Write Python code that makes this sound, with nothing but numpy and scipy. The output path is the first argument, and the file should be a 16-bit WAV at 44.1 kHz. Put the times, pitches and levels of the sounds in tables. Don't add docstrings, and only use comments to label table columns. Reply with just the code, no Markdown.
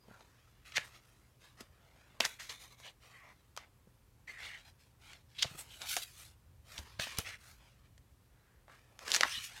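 import sys
import numpy as np
from scipy import signal
from scipy.fft import rfft, irfft
from scipy.io import wavfile
from scipy.ndimage import uniform_filter1d

SR = 44100
rng = np.random.default_rng(int(sys.argv[2]) if len(sys.argv) > 2 else 0)


def store_wav(level_fs):
    pcm = np.round(np.clip(np.atleast_2d(level_fs), -1, 1) * 32767)
    wavfile.write(sys.argv[1], SR, pcm.T.astype(np.int16))


N = 423360


def gain_of(db):
    return 10 ** (np.asarray(db) / 20)


def evened(x):
    return x / np.sqrt(np.mean(x ** 2) + 1e-20)


def read(points, hz):
    f, value = np.transpose(points)
    return np.interp(np.log(hz + 1), np.log(f + 1), value)


def add(mix, s, sound):
    part = mix[max(round(s * SR), 0):][:len(sound)]
    part += sound[:len(part)]


def band(hz, low_hz, high_hz):
    low_skirt = 1 + (low_hz / (hz + 1)) ** 4
    high_skirt = 1 + (hz / high_hz) ** 4
    return 1 / np.sqrt(low_skirt * high_skirt)


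def causal(gain):
    log_gain = np.log(np.maximum(gain, 1e-5))
    circle = np.r_[log_gain, log_gain[-2:0:-1]]
    return np.fft.ifft(np.exp(np.conj(signal.hilbert(circle)))).real


def noise(colour):
    spectrum = rfft(rng.standard_normal(N))
    return evened(irfft(spectrum * colour(np.fft.rfftfreq(N, 1 / SR)), N))


def drift(shape, size):
    field = rng.standard_normal(shape)
    for axis, span in enumerate(size):
        field = uniform_filter1d(uniform_filter1d(field, span, axis), span, axis)
    return evened(field)


def background(air_db=-68, hum_hz=120, hum_db=-75.5):
    # (frequency [Hz], relative level [dB])
    air_colour = [(24, -39.5), (40, -2), (121, -8), (147, -12), (243, -17), (491, -22), (542, -21),
                  (600, -26), (1040, -24.5), (1150, -27), (5310, -36.5), (14100, -36), (16000, -43)]
    air = noise(lambda hz: gain_of(read(air_colour, hz)))
    hum = np.sqrt(2) * np.sin(2 * np.pi * hum_hz * np.arange(N) / SR)
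    return gain_of(air_db) * air + gain_of(hum_db) * hum


def wobbling(low_hz=62, high_hz=90, lumpy_db=2):
    # (time [s], level before the lumps [dB])
    wobble = [(0, -88), (.5, -67), (1.2, -76.5), (1.8, -69.5), (3.2, -79), (4.8, -69), (6.8, -65), (8, -65),
              (8.4, -74.5), (9.6, -67.5)]
    level_db = np.interp(np.arange(N) / SR, *np.transpose(wobble))
    level_db = level_db + lumpy_db * drift(N, size=[4000])
    return noise(lambda hz: band(hz, low_hz, high_hz) ** 2) * gain_of(level_db)


def room(x, first_s=0.002):
    # (frequency [Hz], time to fall 60 dB [s])
    reverberation = [(200, 0.11), (1500, 0.34), (5000, 0.1), (14000, 0.32)]
    count = SR // 2
    present = rng.random(count) < 3000 / SR
    taps = rng.choice([-1., 1.], count) * present * (np.arange(count) > first_s * SR)
    hz, t, z = signal.stft(taps, SR, nperseg=256)
    decay_db = -60 * t / read(reverberation, hz)[:, None]
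    tail = signal.istft(z * gain_of(decay_db), SR, nperseg=256)[1]
    return signal.fftconvolve(x, tail / np.linalg.norm(tail))[:N]


def thumping(puff_db=-9, puff_reach=2.8):
    # (time [s], swing level before its envelope [dB], pitch [Hz], decay [s])
    thumps = [(0.082, -50, 203, 0.0071), (0.108, -43.5, 200, 0.0051), (0.782, -39, 150, 0.0055),
              (1.609, -47.5, 232, 0.0063), (2.203, -33, 241, 0.005), (2.206, -29, 623, 0.0036),
              (2.251, -43.5, 196, 0.0053), (3.576, -31.5, 1190, 0.003), (3.872, -43.5, 183, 0.0034),
              (5.452, -35.5, 126, 0.0063), (5.512, -44, 149, 0.0073), (5.548, -46, 150, 0.01),
              (5.9675, -25.5, 725, 0.0045), (6.788, -42, 72.5, 0.024), (6.995, -28, 136, 0.0025),
              (7.068, -44, 252, 0.0034), (7.184, -32, 86, 0.0089), (7.19, -39, 476, 0.0038),
              (9.237, -49, 322, 0.013), (9.373, -46, 115, 0.0099)]
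    out, t = np.zeros(N), np.arange(SR // 5) / SR
    for s, db, hz, decay in thumps:
        puff_band = signal.butter(2, [hz / 2, hz * puff_reach], "band", fs=SR, output="sos")
        puff = evened(signal.sosfilt(puff_band, rng.standard_normal(len(t))))
        swing = np.sin(2 * np.pi * hz * t) + gain_of(puff_db) * puff
        envelope = np.exp(-t / decay) * (1 - np.exp(-t / 0.0015))
        add(out, s, gain_of(db) * swing * envelope)
    return out


def snapping(level_db=-3.0, sudden_s=0.00023, ring_db=-25, ring_s=0.026, crack=1.0,
             focus_db=7, focus_octaves=0.52):
    # (time [s], relative level [dB], centre [Hz], breadth [octaves], build-up [s], decay [s])
    snaps = [(0.084, -14, 490, 1.1, 0.003, 0.0018), (0.112, -14, 900, 0.9, 0.00022, 0.0018),
             (0.208, -14, 1440, 1.7, 0.0015, 0.004), (0.721, -5, 2450, 0.96, 0.001, 0.0049),
             (0.77, 13.5, 3420, 1.16, 0.0069, 0.0024), (0.773, 18.5, 2180, 0.2, 0.0015, 0.0014),
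             (0.7804, 19.5, 2000, 0.1, 0.00072, 0.00083), (1.608, -10, 1400, 6.6, 0.0019, 0.0042),
             (2.2038, 8, 2210, 4.1, 0.00023, 0.0021), (2.2067, 21.5, 2840, 0.48, 0.00071, 0.0012),
             (2.253, 11, 3300, 2.7, 0.0038, 0.0015), (2.258, 3, 2660, 4, 0.002, 0.0068),
             (2.398, -1.5, 3080, 2.2, 0.0022, 0.048), (2.495, 5.5, 3300, 0.71, 0.0019, 0.017),
             (2.801, -19, 2020, 4.4, 0.00018, .0036), (3.5652, -11, 3200, 4, 0.00018, 0.0018),
             (3.575, 1, 2470, 1.94, 0.00038, 0.00078), (5.133, -8.5, 2380, 1.4, 0.0003, 0.0011),
             (5.426, 21.5, 3660, 0.067, 0.002, 0.0037), (5.4295, 20.5, 3900, 0.08, 0.00032, 0.0013),
             (5.431, 8.5, 1505, 0.4, 0.0014, 0.0015), (5.448, 4, 1034, 1.6, 0.0033, 0.003),
             (5.818, -0.5, 3070, 1.8, 0.00068, 0.0031), (5.9668, 6.5, 3840, 4.2, 0.000028, .0004),
             (5.969, 3, 2280, 3.8, 0.00031, 0.008), (6.7809, 4.5, 3000, 0.64, 0.0013, 0.00068),
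             (6.791, -8, 2810, 3.9, 0.0059, .0013), (6.998, 8.5, 2000, 2.16, 0.0023, 0.0026),
             (7.041, 5, 2680, .1, 0.00098, .0018), (7.07, 1.5, 1410, 0.91, 0.00036, 0.0023),
             (7.173, -5.5, 3650, 2.3, 0.00018, 0.00066), (7.1865, 3, 3200, 5.2, 0.00067, 0.00057),
             (7.1871, 12.5, 11200, 0.32, 0.001, 0.0007), (7.202, -8, 9100, 1.4, 0.0002, 0.0008),
             (7.192, -0.5, 1430, 2.6, 0.00051, 0.0048), (7.979, -23.5, 2580, 3.9, 0.000089, 0.0027),
             (8.681, -6.5, 845, .1, 0.00013, 0.00089), (8.697, -6.5, 1165, .1, .0003, 0.0036),
             (8.992, -9, 2850, 2.6, 0.00054, 0.00031), (9.081, 0, 1820, 3.8, 0.0014, 0.00098),
             (9.105, -1, 2480, 4.4, 0.0044, 0.0039), (9.118, 16, 4470, 0.75, 0.00016, 0.00038),
             (9.132, 2, 3430, 3.2, .0023, 0.0064), (9.14, 15, 4400, 0.55, 0.00031, 0.00037),
             (9.143, 11, 4400, 0.3, 0.00074, 0.0015), (9.1468, 15.5, 2930, 2, 0.0004, 0.0014),
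             (9.1514, 8.5, 3300, 2.9, 0.0004, 0.0017), (9.1565, 8, 4300, 1.4, 0.00042, 0.0013),
             (9.163, 15, 4200, 0.6, 0.00047, 0.00038), (9.1644, 8, 2840, 3.9, 0.0005, 0.0039),
             (9.2095, 18, 2400, 2, 0.00051, 0.00092), (9.2336, 26, 1630, 0.66, 0.00066, 0.00097)]
    # (frequency [Hz], relative level [dB])
    snap_colour = [(300, -1), (600, 0.5), (1000, -6.5), (1500, -5.5), (2000, -5.5), (2700, -9), (4500, -6),
                   (6500, -5.5), (8500, -12), (12000, -12.5), (15500, -20)]
    taps = 2048
    out, hz = np.zeros(N), np.fft.rfftfreq(taps, 1 / SR)
    t = np.arange(-taps // 2, SR // 10) / SR
    for s, db, centre_hz, octaves, rise, decay in snaps:
        reach = 2 ** (octaves / 2)
        off_centre = 1 - np.exp(-(np.log2((hz + 1) / centre_hz) / focus_octaves) ** 2)
        focus = focus_db * np.exp(-octaves) * (.5 - off_centre)
        colour = gain_of(read(snap_colour, hz) + focus)
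        ring = causal(colour * band(hz, centre_hz / reach, centre_hz * reach))
        swell = np.exp(-abs(t) / np.where(t < 0, rise, decay))
        swell += (t >= 0) * gain_of(ring_db) * np.exp(-abs(t) / ring_s)
        burst = swell * rng.standard_normal(len(t))
        burst /= np.linalg.norm(burst)
        burst[taps // 2] += crack * np.exp(-rise / sudden_s)
        snap = signal.fftconvolve(burst, ring)
        snap *= np.linalg.norm(ring) / np.linalg.norm(snap)
        add(out, s + t[0], snap * gain_of(db + level_db))
    return out


def friction(slips_per_s=2500, slip_spread_db=4.5, slip_share=0.12, judder_db=1.5):
    sizes = gain_of(slip_spread_db * np.minimum(rng.exponential(1, N), 5))
    slips = evened(sizes * rng.choice([-1, 1], N) * (rng.random(N) < slips_per_s / SR))
    hiss = rng.standard_normal(N)
    drive = np.sqrt(slip_share) * slips + np.sqrt(1 - slip_share) * hiss
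    return evened(drive * gain_of(judder_db * drift(N, size=[220])))


def resonate(x, hz, width):
    turn = np.exp(2j * np.pi * np.cumsum(hz) / SR)
    r = np.exp(-np.pi * width / SR)
    return 2 * (turn * signal.lfilter([1 - r], [1, -r], x / turn)).real


def scraping(fade=0.46):
    # (start [s], end [s], level before fading [dB],
    # first pitch [Hz], last pitch [Hz], width of each of two resonances in series [Hz])
    scrapes = [(0.083, 0.198, -64, 1460, 1360, 260), (0.107, 0.23, -69, 990, 890, 400),
               (0.754, 0.773, -39.5, 2010, 1950, 400), (2.235, 2.271, -38, 1970, 1890, 500),
               (2.384, 2.427, -51.5, 1820, 1890, 697), (2.827, 2.911, -54.5, 3000, 2900, 1100),
               (3.084, 3.36, -62.5, 1910, 2020, 550), (3.2, 3.345, -67.5, 1250, 1170, 450),
               (3.574, 3.665, -64.5, 2000, 1980, 600), (4.271, 4.316, -48, 2000, 2060, 300),
               (4.314, 4.44, -55.5, 2080, 1710, 380), (4.394, 4.602, -52, 2160, 1950, 520),
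               (4.486, 4.627, -66, 3000, 2750, 1100), (4.422, 4.502, -55, 3540, 3400, 1200),
               (5.378, 5.451, -42, 3350, 4060, 1950), (5.585, 5.62, -49, 8700, 8100, 1400),
               (5.695, 5.76, -57.5, 3030, 2850, 1300), (7.23, 7.373, -52, 2120, 1930, 710),
               (8.281, 8.659, -79, 1486, 1580, 600), (8.675, 8.786, -64.5, 1230, 1440, 1070),
               (9.224, 9.265, -39, 1310, 710, 810), (9.312, 9.387, -45.5, 3100, 3500, 900)]
    out, drive = np.zeros(N), friction()
    for start, end, db, first_hz, last_hz, width in scrapes:
        slips = drive[round(start * SR):round(max(end, start + .01) * SR)]
        hz = np.linspace(first_hz, last_hz, len(slips))
        song = resonate(resonate(slips, hz, width), hz, width)
        add(out, start, gain_of(db) * evened(song) * signal.windows.tukey(len(slips), fade))
    return out


def squeaking(waver=0.013, flutter_db=2.5, fade=0.47):
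    # (start [s], end [s], level before fading [dB],
    # first pitch [Hz], middle pitch [Hz], last pitch [Hz]), pitches before the waver
    squeaks = [(0.002, 0.052, -75, 4720, 4900, 4900), (3.085, 3.195, -69.5, 1250, 1130, 1030),
               (3.195, 3.26, -65, 1140, 1102, 900), (3.25, 3.335, -71, 900, 1030, 960),
               (9.3, 9.35, -48.5, 5050, 5250, 5270), (9.33, 9.375, -50, 2180, 1915, 1750),
               (9.34, 9.398, -45, 2930, 2960, 3060), (9.363, 9.391, -47.5, 3840, 4000, 3960)]
    out = np.zeros(N)
    pitch = np.exp(waver * drift(N, size=[160]))
    grip = gain_of(flutter_db * drift(N, size=[300]))
    for start, end, db, *bend_hz in squeaks:
        span = np.arange(max(round(start * SR), 0), round(max(end, start + .01) * SR))
        bend = np.polyfit([0, .5, 1], bend_hz, 2)
        hz = np.polyval(bend, np.linspace(0, 1, len(span))) * pitch[span]
        note = evened(np.sin(2 * np.pi * np.cumsum(hz) / SR) * grip[span])
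        add(out, start, gain_of(db) * note * signal.windows.tukey(len(span), fade))
    return out


def crinkle(creases_per_s=70, crease_db=-11, spread_db=4):
    sizes = gain_of(spread_db * np.minimum(rng.exponential(1, N), 2))
    return gain_of(crease_db) * evened(sizes * (rng.random(N) < creases_per_s / SR))


def pushes(gather_power=0.5, fade_db=-17.5, fade_bend=1.125, stop_s=0.014):
    # (start [s], speeding up [s], slowing down [s], relative level [dB],
    # treble slope [dB per octave], body from pressing on the table [dB])
    strokes = [(0, 0.18, 0.48, -60, -2, 14.5), (.25, 0.25, 0.43, -63.5, -5.5, 2),
               (0.644, 0.041, 0.088, -46.5, -3.5, -2), (.725, 0.064, 0.068, -36, -7.5, -6),
               (.81, 0.037, 0.11, -47.5, -0.5, 4), (0.899, 0.06, 0.057, -48.5, -3.5, 3),
               (.98, 0.086, 0.39, -62, 0, 8), (1.39, 0.052, 0.15, -52.5, -3, 1.5),
               (1.565, 0.043, 0.075, -49.5, -3.5, 8), (1.56, 0.6, .45, -60.5, -3.5, 13),
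               (2.199, .02, 0.054, -30, -4.5, -4), (2.24, 0.051, 0.1, -44, 0.5, -2),
               (2.384, 0.041, 0.18, -47, 2, -9), (2.485, 0.024, 0.093, -40, -0.5, 4.5),
               (2.58, 0.058, 0.07, -45, 1, 0.5), (2.69, 0.042, 0.036, -53, 0.5, 3),
               (2.76, 0.054, 0.052, -55, 1, 3), (2.82, 0.053, 0.052, -43.5, -3, 3),
               (2.999, 0.046, 0.42, -53.5, -2.5, 4.5), (3.171, .15, 0.035, -61.5, -3, 18),
               (3.565, 0.039, 0.086, -53.5, -5.5, 8), (4.27, 0.018, 0.15, -44.5, -4.5, 3),
               (4.366, 0.095, 0.13, -37, -6, -2.5), (4.53, 0.069, 0.065, -50.5, -3.5, -1),
               (4.629, 0.062, 0.04, -51, -2.5, 0.5), (4.78, 0.042, 0.1, -58, -1.5, -4),
               (4.989, 0.13, 0.11, -46.5, -4.5, -3), (5.28, 0.044, 0.072, -56, -5.5, -22),
               (5.34, 0.088, 0.11, -40.5, -7, -17), (5.43, 0.028, 0.36, -46, 0.5, 7.5),
               (5.56, 0.044, 0.047, -42, 3, 1), (5.67, 0.098, 0.2, -49, 0.5, 0),
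               (5.799, 0.028, 0.15, -38.5, -1.5, 3), (5.851, 0.081, 0.13, -29, 1, -18),
               (6.015, .02, 0.019, -40.5, 5, -25), (6.02, 0.044, 0.22, -50.5, 3, -13),
               (6.1, 0.13, 0.12, -47, 0.5, -6.5), (6.644, 0.16, 0.053, -44, -1, 2),
               (6.83, 0.042, 0.2, -50, -2.5, 3), (6.993, 0.024, 0.081, -26.5, -3.5, -10),
               (7.04, 0.076, 0.24, -35.5, -5, -9), (7.17, 0.02, 0.045, -31.5, -6.5, -12),
               (7.24, 0.046, 0.092, -33, -6, -6), (7.37, .12, 0.12, -50.5, 0.5, 1.5),
               (7.57, 0.068, 0.23, -55.5, -4.5, 5), (7.829, .03, 0.038, -60.5, -6, 1),
               (8.24, 0.27, .26, -73, -6, 20), (8.68, 0.045, 0.26, -57, -2.5, 9.5),
               (8.84, 0.21, .04, -61.5, -3, 15.5), (8.99, 0.037, 0.21, -45, -3.5, 5.5),
               (9.045, 0.043, 0.63, -33, -4, 1), (9.23, 0.12, 0.16, -32, -3, -20),
               (9.409, 0.048, 0.055, -37, 2, -31.5), (9.5, 0.069, 0.14, -47.5, 0.5, -5)]
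    # (relative level [dB], treble slope [dB per octave], body [dB])
    rest_db, rest_slope, rest_body = (-75, 1, 8.4)
    power = np.full(N, gain_of(rest_db) ** 2)
    slopes, bodies = power * rest_slope, power * rest_body
    for start, rise, fall, db, slope, body_db in strokes:
        t = np.arange(0, rise + fall, 1 / SR)
        gather = np.sin(np.pi / 2 * np.minimum(t / rise, 1)) ** (2 * gather_power)
        fade = gain_of(fade_db * (np.maximum(t - rise, 0) / fall) ** fade_bend)
        stop = np.minimum((rise + fall - t) / stop_s, 1)
        push = (gain_of(db) * gather * fade) ** 2 * stop
        add(power, start, push)
        add(slopes, start, push * slope)
        add(bodies, start, push * body_db)
    return np.arange(N) / SR, 10 * np.log10(power), slopes / power, bodies / power


def bowing(t, hz, start_s=2.3, end_s=2.93, dip_db=-1.5):
    # (frequency [Hz], width [Hz], boost above the dip [dB])
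    bowed_modes = [(1010, 220, 5), (2140, 220, 7), (3520, 230, 7), (4010, 330, 8), (6300, 500, 6)]
    peaks = sum(db * np.exp(-((hz - centre) / width) ** 2) for centre, width, db in bowed_modes)
    return (dip_db + peaks) * ((t > start_s) & (t < end_s))


def sliding(ripple_db=2.5, level_db=-2.0, low_hz=190, bounce=0.45, bounce_s=.0016, bounce_sway=.14):
    # (frequency [Hz], relative level [dB])
    rub_colour = [(300.0, -7.5), (600.0, -8.5), (1000.0, -3.5), (1500.0, -3.5), (2000.0, -1.5),
                  (2700.0, -2.5), (4500.0, -5), (6500.0, -6.5), (8500.0, -9), (12000.0, -12),
                  (15500.0, -19)]
    hz, t, z = signal.stft(friction() + crinkle(), SR, nperseg=512, noverlap=384)
    s, rub_db, slope, body_db = pushes()
    f = np.maximum(hz, 1)[:, None]
    treble = np.interp(t, s, slope) * np.maximum(np.log2(f / 3000), 0)
    body = np.interp(t, s, body_db) * np.clip(np.log2(2500 / f) / 2, 0, 1)
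    modes = ripple_db * drift(z.shape, size=[3, 22])
    colour_db = read(rub_colour, f) + treble + body + modes + bowing(t, f)
    z = z * gain_of(colour_db) * band(f, low_hz, SR)
    delay = bounce_s * np.exp(bounce_sway * drift(len(t), size=[50]))
    z = z * (1 + bounce * np.exp(-2j * np.pi * f * delay))
    rub = signal.istft(z, SR, nperseg=512, noverlap=384)[1][:N]
    return rub * gain_of(level_db + rub_db)


def scene(snap_room_db=-16, rub_room_db=-17):
    blows = snapping() + thumping()
    rub = sliding() + scraping() + squeaking()
    echo = room(gain_of(snap_room_db) * blows + gain_of(rub_room_db) * rub)
    mono = blows + rub + echo + wobbling() + background()
    return np.array([mono, mono])


def record(dry, low_cut_hz=24, edge_hz=16000):
    low_cut = signal.butter(2, low_cut_hz, "high", fs=SR, output="sos")
    thinned = signal.sosfilt(low_cut, dry)
    treble_limit = signal.firwin(511, edge_hz, window=("kaiser", 9), fs=SR)
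    return signal.oaconvolve(thinned, treble_limit[None], "same")


dry = scene()
out = record(dry)
store_wav(out)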